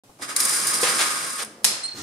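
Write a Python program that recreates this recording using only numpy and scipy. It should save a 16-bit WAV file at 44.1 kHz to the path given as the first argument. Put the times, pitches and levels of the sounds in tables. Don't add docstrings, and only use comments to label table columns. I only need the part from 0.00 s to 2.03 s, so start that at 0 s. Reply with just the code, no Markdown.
import sys
import numpy as np
from scipy import signal
from scipy.io import wavfile
from scipy.ndimage import uniform_filter1d

SR = 44100
rng = np.random.default_rng(int(sys.argv[2]) if len(sys.argv) > 2 else 0)


def log_audio(samples):
    frames = np.atleast_2d(samples).T
    limited = np.clip(frames, -1, 1)
    pcm = np.round(limited * 32767).astype(np.int16)
    wavfile.write(sys.argv[1], SR, pcm)


N = 89434
T = np.arange(N) / SR

# (frequency [Hz], density [dB per Hz])
AIR_COLOUR = [(30, -18.5), (130, 0.5), (780, -5), (1900, -14.5), (9200, -14.5), (14000, -25)]
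AIR_DB = -55
# (time [s], level [dB], decay [s])
FOOTFALL = (0.0914, -47, 0.015)
# (frequency [Hz], density [dB per Hz])
FOOTFALL_COLOUR = [(150, -8), (850, -2), (2200, -31)]
# (time [s], level [dB])
HUM_LEVEL = [(1.44, -49), (1.6, -64), (1.66, -48), (1.73, -52)]
HUM_HZ = 214.3

# (frequency [Hz], time to fall 60 dB [s])
ROOM_T60 = [(1000, 0.98), (4500, 0.64), (10000, 0.39), (13500, 0.16)]
# (frequency [Hz], likeness [0-1])
SIDE_LIKENESS = [(500, 1), (900, 0.034), (6500, 0.09), (9000, 0.41)]
EARLY_S = 0.0062

# (frequency [Hz], density [dB per Hz])
ROLLER_COLOUR = [(30, -19), (90, -3), (320, 0.5), (550, -15), (3000, -32)]
# (frequency [Hz], density [dB per Hz])
SEAL_COLOUR = [(400, -12), (1400, 2), (2600, -5.5), (6500, 0.5), (15000, -21)]
ROLL_START_S, ROLL_DB, ROLL_RISE_S = 1.939, -42.5, 0.0023
SEAL_DB, SEAL_RISE_S = -35.5, 0.028

# (time [s], length [s], level [dB], octave level over the fundamental [dB])
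SQUEAKS = [(1.832, 0.041, -28, -2), (1.879, 0.022, -29.5, -17), (1.912, 0.021, -31, -25),
           (1.945, .012, -48, -18)]
SQUEAK_HZ, SQUEAK_FLAT_HZ, SQUEAK_SETTLE_S, SQUEAK_JITTER = 4240, 113, 0.017, 0.0038

# (time [s], level [dB], decay [s])
LATCH_STRIKES = [(1.635, -47, 0.023), (1.644, -9, 0.0044), (1.6497, -9.5, 0.0017)]
# (frequency [Hz], density [dB per Hz])
LATCH_COLOUR = [(40, -30), (170, -20.5), (1100, -8.5), (3200, -7.5), (5000, -2), (7500, -3), (11000, -0.5),
                (13000, -13), (16000, -28)]
# (frequency [Hz], width [Hz], strength over the colour [dB])
LATCH_MODES = [(4185, 70, 4), (5180, 180, 1)]
LATCH_TAIL_DB = -16.5

# (time [s], level [dB])
FLUTTER_LEVEL = [(.185, -55), (.2, -46), (.55, -43.5), (.88, -39), (1.33, -47.5), (1.75, -45), (1.92, -66)]
# (frequency [Hz], density [dB per Hz])
FLUTTER_COLOUR = [(50, -36.5), (100, -7), (170, -1), (330, 4), (800, -2.5), (2500, -26), (12000, -70)]
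# (time [s], level [dB], rise [s], decay [s])
SLAPS = [(0.829, -19, 0.0046, 0.027), (0.853, -24, 0.021, 0.043), (0.988, -19.5, .005, 0.036),
         (1.01, -23.5, 0.0024, 0.016), (1.378, -28, 0.019, 0.034)]
# (frequency [Hz], density [dB per Hz])
SLAP_COLOUR = [(100, -61), (300, -9.5), (1600, 2), (3400, -1.5), (9500, -5), (12000, -15), (15500, -26)]
# (time [s], level [dB], decay [s])
THUDS = [(0.519, -33.5, .009), (0.828, -23.5, 0.01), (0.893, -29.5, 0.015), (1.414, -37.5, 0.014)]
# (frequency [Hz], width [Hz], strength over the flutter colour [dB])
THUD_MODE = [(502, 42, 14)]

# (time [s], level [dB])
SCRAPE_LEVEL = [(.185, -53), (.215, -42), (.223, -25), (.275, -40), (.294, -26.5), (.345, -37.5),
                (.38, -27), (.8, -26.5), (1.04, -23), (1.2, -28.5), (1.36, -32.5), (1.435, -32),
                (1.442, -75)]
# (frequency [Hz], density [dB per Hz])
SCRAPE_COLOUR = [(50, -72), (300, -21), (780, -15.5), (1150, -2.5), (1600, -4), (2000, -4), (3000, -10),
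                 (7500, -9), (9400, -5), (11000, -15.5), (15500, -32)]
# (frequency [Hz], width [Hz], strength over the scrape colour [dB])
RAIL_MODES = [(1096, 15, 6), (1237, 30, 8), (1612, 34, 4.5), (4975, 85, 6)]
JOLT_DB, RAIL_RIGHT_DB = 0, 1

# (time [s], level [dB])
RATTLE_LEVEL = [(.355, -58), (.385, -27.5), (.44, -22), (.51, -23), (.64, -27), (.9, -28.5), (1.3, -35),
                (1.433, -35), (1.445, -65)]
# (time [s], level [dB], decay [s])
KNOCKS = [(0.3621, -10, 0.0042), (0.4011, -11, 0.0055), (0.4493, -13.5, 0.0043), (0.482, -22, .004),
          (0.491, -18.5, 0.011), (0.5452, -19, 0.0055), (0.599, -19.5, 0.0047), (0.668, -17.5, 0.028),
          (0.7385, -16.5, 0.0051), (0.813, -20, 0.028), (1.446, -24, 0.0032)]
# (frequency [Hz], density [dB per Hz])
CARRIER_COLOUR = [(80, -84), (2000, -14), (2900, -24), (5100, -6.5), (7600, -8), (8700, -0.5), (9700, -1.5),
                  (10800, -7.5), (15500, -28.5)]
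# (frequency [Hz], width [Hz], strength over the colour [dB])
CARRIER_MODES = [(4944, 44, 5), (9380, 59, 4)]
# (frequency [Hz], density [dB per Hz])
CRACK_COLOUR = [(1200, -27), (5000, 3), (16000, -5.5)]
CRACK_DB = 6.5

STOP_S, STOP_DB = 1.439, -4.5
START_S, EDGE_HZ = 0.036, 15700


def amp(db):
    return 10 ** (np.asarray(db) / 20)


def unit(x):
    return x / np.sqrt(np.mean(x ** 2) + 1e-20)


def read(points, hz):
    f, value = np.transpose(points)
    return np.interp(np.log(hz + 1), np.log(f + 1), value)


def level(points):
    return amp(np.interp(T, *np.transpose(points), left=-120, right=-120))


def burst(start, db, decay, rise):
    t = T - start
    return amp(db) * np.clip(t / rise, 0, 1) * np.exp(-np.maximum(t - rise, 0) / decay)


def grains(per_s, spread_db):
    spread = np.minimum(rng.exponential(1, N), 4)
    size = amp(spread_db * spread) * rng.choice([-1, 1], N)
    return unit(size * (rng.random(N) < per_s / SR))


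def body(x, colour, modes=(), size=8192):
    hz = abs(np.fft.fftfreq(size, 1 / SR))
    peaks = 1 + sum(2 * amp(db) ** 2 / (1 + (2 * (hz - f) / width) ** 2) for f, width, db in modes)
    log_gain = np.log(amp(read(colour, hz)) * np.sqrt(peaks))
    response = np.exp(np.conj(signal.hilbert(log_gain)))
    ring = np.fft.ifft(response).real[:size // 2]
    ring = ring / np.linalg.norm(ring)
    return signal.fftconvolve(x, ring[None], axes=1)[:, :N]


def diffuse(t60=None, count=N, size=256):
    hz, t, bands = signal.stft(rng.standard_normal((2, count)), SR, nperseg=size)
    same = np.clip(read(SIDE_LIKENESS, hz), 0, .985)[:, None]
    bands[1] = same * bands[0] + np.sqrt(1 - same ** 2) * bands[1]
    if t60:
        bands = bands * amp(-60 * t / read(t60, hz)[:, None])
    return signal.istft(bands, SR, nperseg=size)[1][:, :count]


def room(x, early_db, tail_db, count=6, size=2048):
    place = rng.integers(0, count, N)
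    tail = unit(diffuse(ROOM_T60, count=SR) * np.minimum(T[:SR] / EARLY_S, 1)) / np.sqrt(SR)
    out = x + amp(tail_db) * signal.fftconvolve(x[None], tail, axes=1)[:, :N]
    for k in range(count):
        early = unit(diffuse(count=size) * np.exp(-T[:size] / EARLY_S)) / np.sqrt(size)
        from_place = (x * (place == k))[None]
        out += amp(early_db) * signal.oaconvolve(from_place, early, axes=1)[:, :N]
    return out / np.sqrt(1 + amp(early_db) ** 2 + amp(tail_db) ** 2)


def background():
    air = body(diffuse() * amp(AIR_DB), AIR_COLOUR)
    footfall = body(diffuse() * burst(*FOOTFALL, rise=0.005), FOOTFALL_COLOUR)
    hum = level(HUM_LEVEL) * np.sqrt(2) * np.sin(2 * np.pi * HUM_HZ * T)
    return air + footfall + hum


def door():
    since_roll = T - ROLL_START_S
    rumble = diffuse() * amp(ROLL_DB) * np.clip(since_roll / ROLL_RISE_S, 0, 1)
    hiss = grains(per_s=5000, spread_db=0.5) * amp(SEAL_DB) * np.clip(since_roll / SEAL_RISE_S, 0, 1)
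    return body(rumble, ROLLER_COLOUR) + body(room(hiss, early_db=0, tail_db=6.0), SEAL_COLOUR)


def squeaks():
    since_first = np.maximum(T - SQUEAKS[0][0], 0)
    hz = SQUEAK_HZ - SQUEAK_FLAT_HZ * np.exp(-since_first / SQUEAK_SETTLE_S)
    wobble = unit(uniform_filter1d(rng.standard_normal(N), size=120))
    phase = 2 * np.pi * np.cumsum(hz * (1 + SQUEAK_JITTER * wobble)) / SR
    out = np.zeros(N)
    for start, length, db, octave_db in SQUEAKS:
        u = np.clip((T - start) / length, 0, 1)
        swell = 2 * np.sqrt(2 * u * (1 - u))
        out += amp(db) * swell * (np.sin(phase) + amp(octave_db) * np.sin(2 * phase))
    left, right = room(out, early_db=-16, tail_db=-11, count=1)
    return amp([[-2], [2]]) * np.array([np.roll(left, 2), right])


def latch():
    strike = sum(burst(*row, rise=.0002) for row in LATCH_STRIKES)
    crack = strike * (amp(-10) * rng.standard_normal(N) + amp(1) * diffuse())
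    snap = round(LATCH_STRIKES[1][0] * SR)
    tail = np.pad(diffuse(ROOM_T60), ((0, 0), (snap, 0)))[:, :N]
    return body(crack + amp(LATCH_TAIL_DB) * tail, LATCH_COLOUR, LATCH_MODES)


def thumps():
    return sum(burst(*row, rise=.003) for row in THUDS)


def slats():
    slap_force = sum(burst(s, db, decay, rise) for s, db, rise, decay in SLAPS)
    slaps = grains(per_s=4800, spread_db=1.3) * slap_force
    flutter = grains(per_s=1500, spread_db=4.0) * level(FLUTTER_LEVEL)
    thud = body(diffuse() * thumps(), FLUTTER_COLOUR, THUD_MODE)
    slaps = body(room(slaps, early_db=1, tail_db=-8), SLAP_COLOUR)
    flutter = body(room(flutter, early_db=-1.5, tail_db=-12), FLUTTER_COLOUR)
    return slaps + flutter + thud


def rail():
    slips = grains(per_s=2500, spread_db=2.0) * (level(SCRAPE_LEVEL) + amp(JOLT_DB) * thumps())
    lean = amp(np.array([[-.5], [.5]]) * RAIL_RIGHT_DB)
    return body(room(slips, early_db=8, tail_db=-2.5), SCRAPE_COLOUR, RAIL_MODES) * lean


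def carriers():
    clumps = amp(2.8 * unit(uniform_filter1d(rng.standard_normal(N), size=330)))
    chatter = grains(per_s=5500, spread_db=1.5) * unit(clumps) * level(RATTLE_LEVEL)
    force = sum(burst(*row, rise=.002) for row in KNOCKS)
    knocks = room(force * rng.standard_normal(N), early_db=1, tail_db=-3.0, count=2)
    crack = body(diffuse() * amp(CRACK_DB) * force ** 2, CRACK_COLOUR)
    chatter = room(chatter, early_db=-2.0, tail_db=-4.5)
    return body(chatter + knocks, CARRIER_COLOUR, CARRIER_MODES) + crack


def scene():
    blinds = (rail() + carriers() + slats()) * amp(STOP_DB * (T > STOP_S))
    return blinds + latch() + squeaks() + door() + background()


def record(dry):
    x = np.clip(dry * (T > START_S), -.9, .9)
    lowpass = signal.firwin(255, EDGE_HZ, window=("kaiser", 9), fs=SR)
    return signal.oaconvolve(x, lowpass[None], "same")


dry = scene()
out = record(dry)
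log_audio(out)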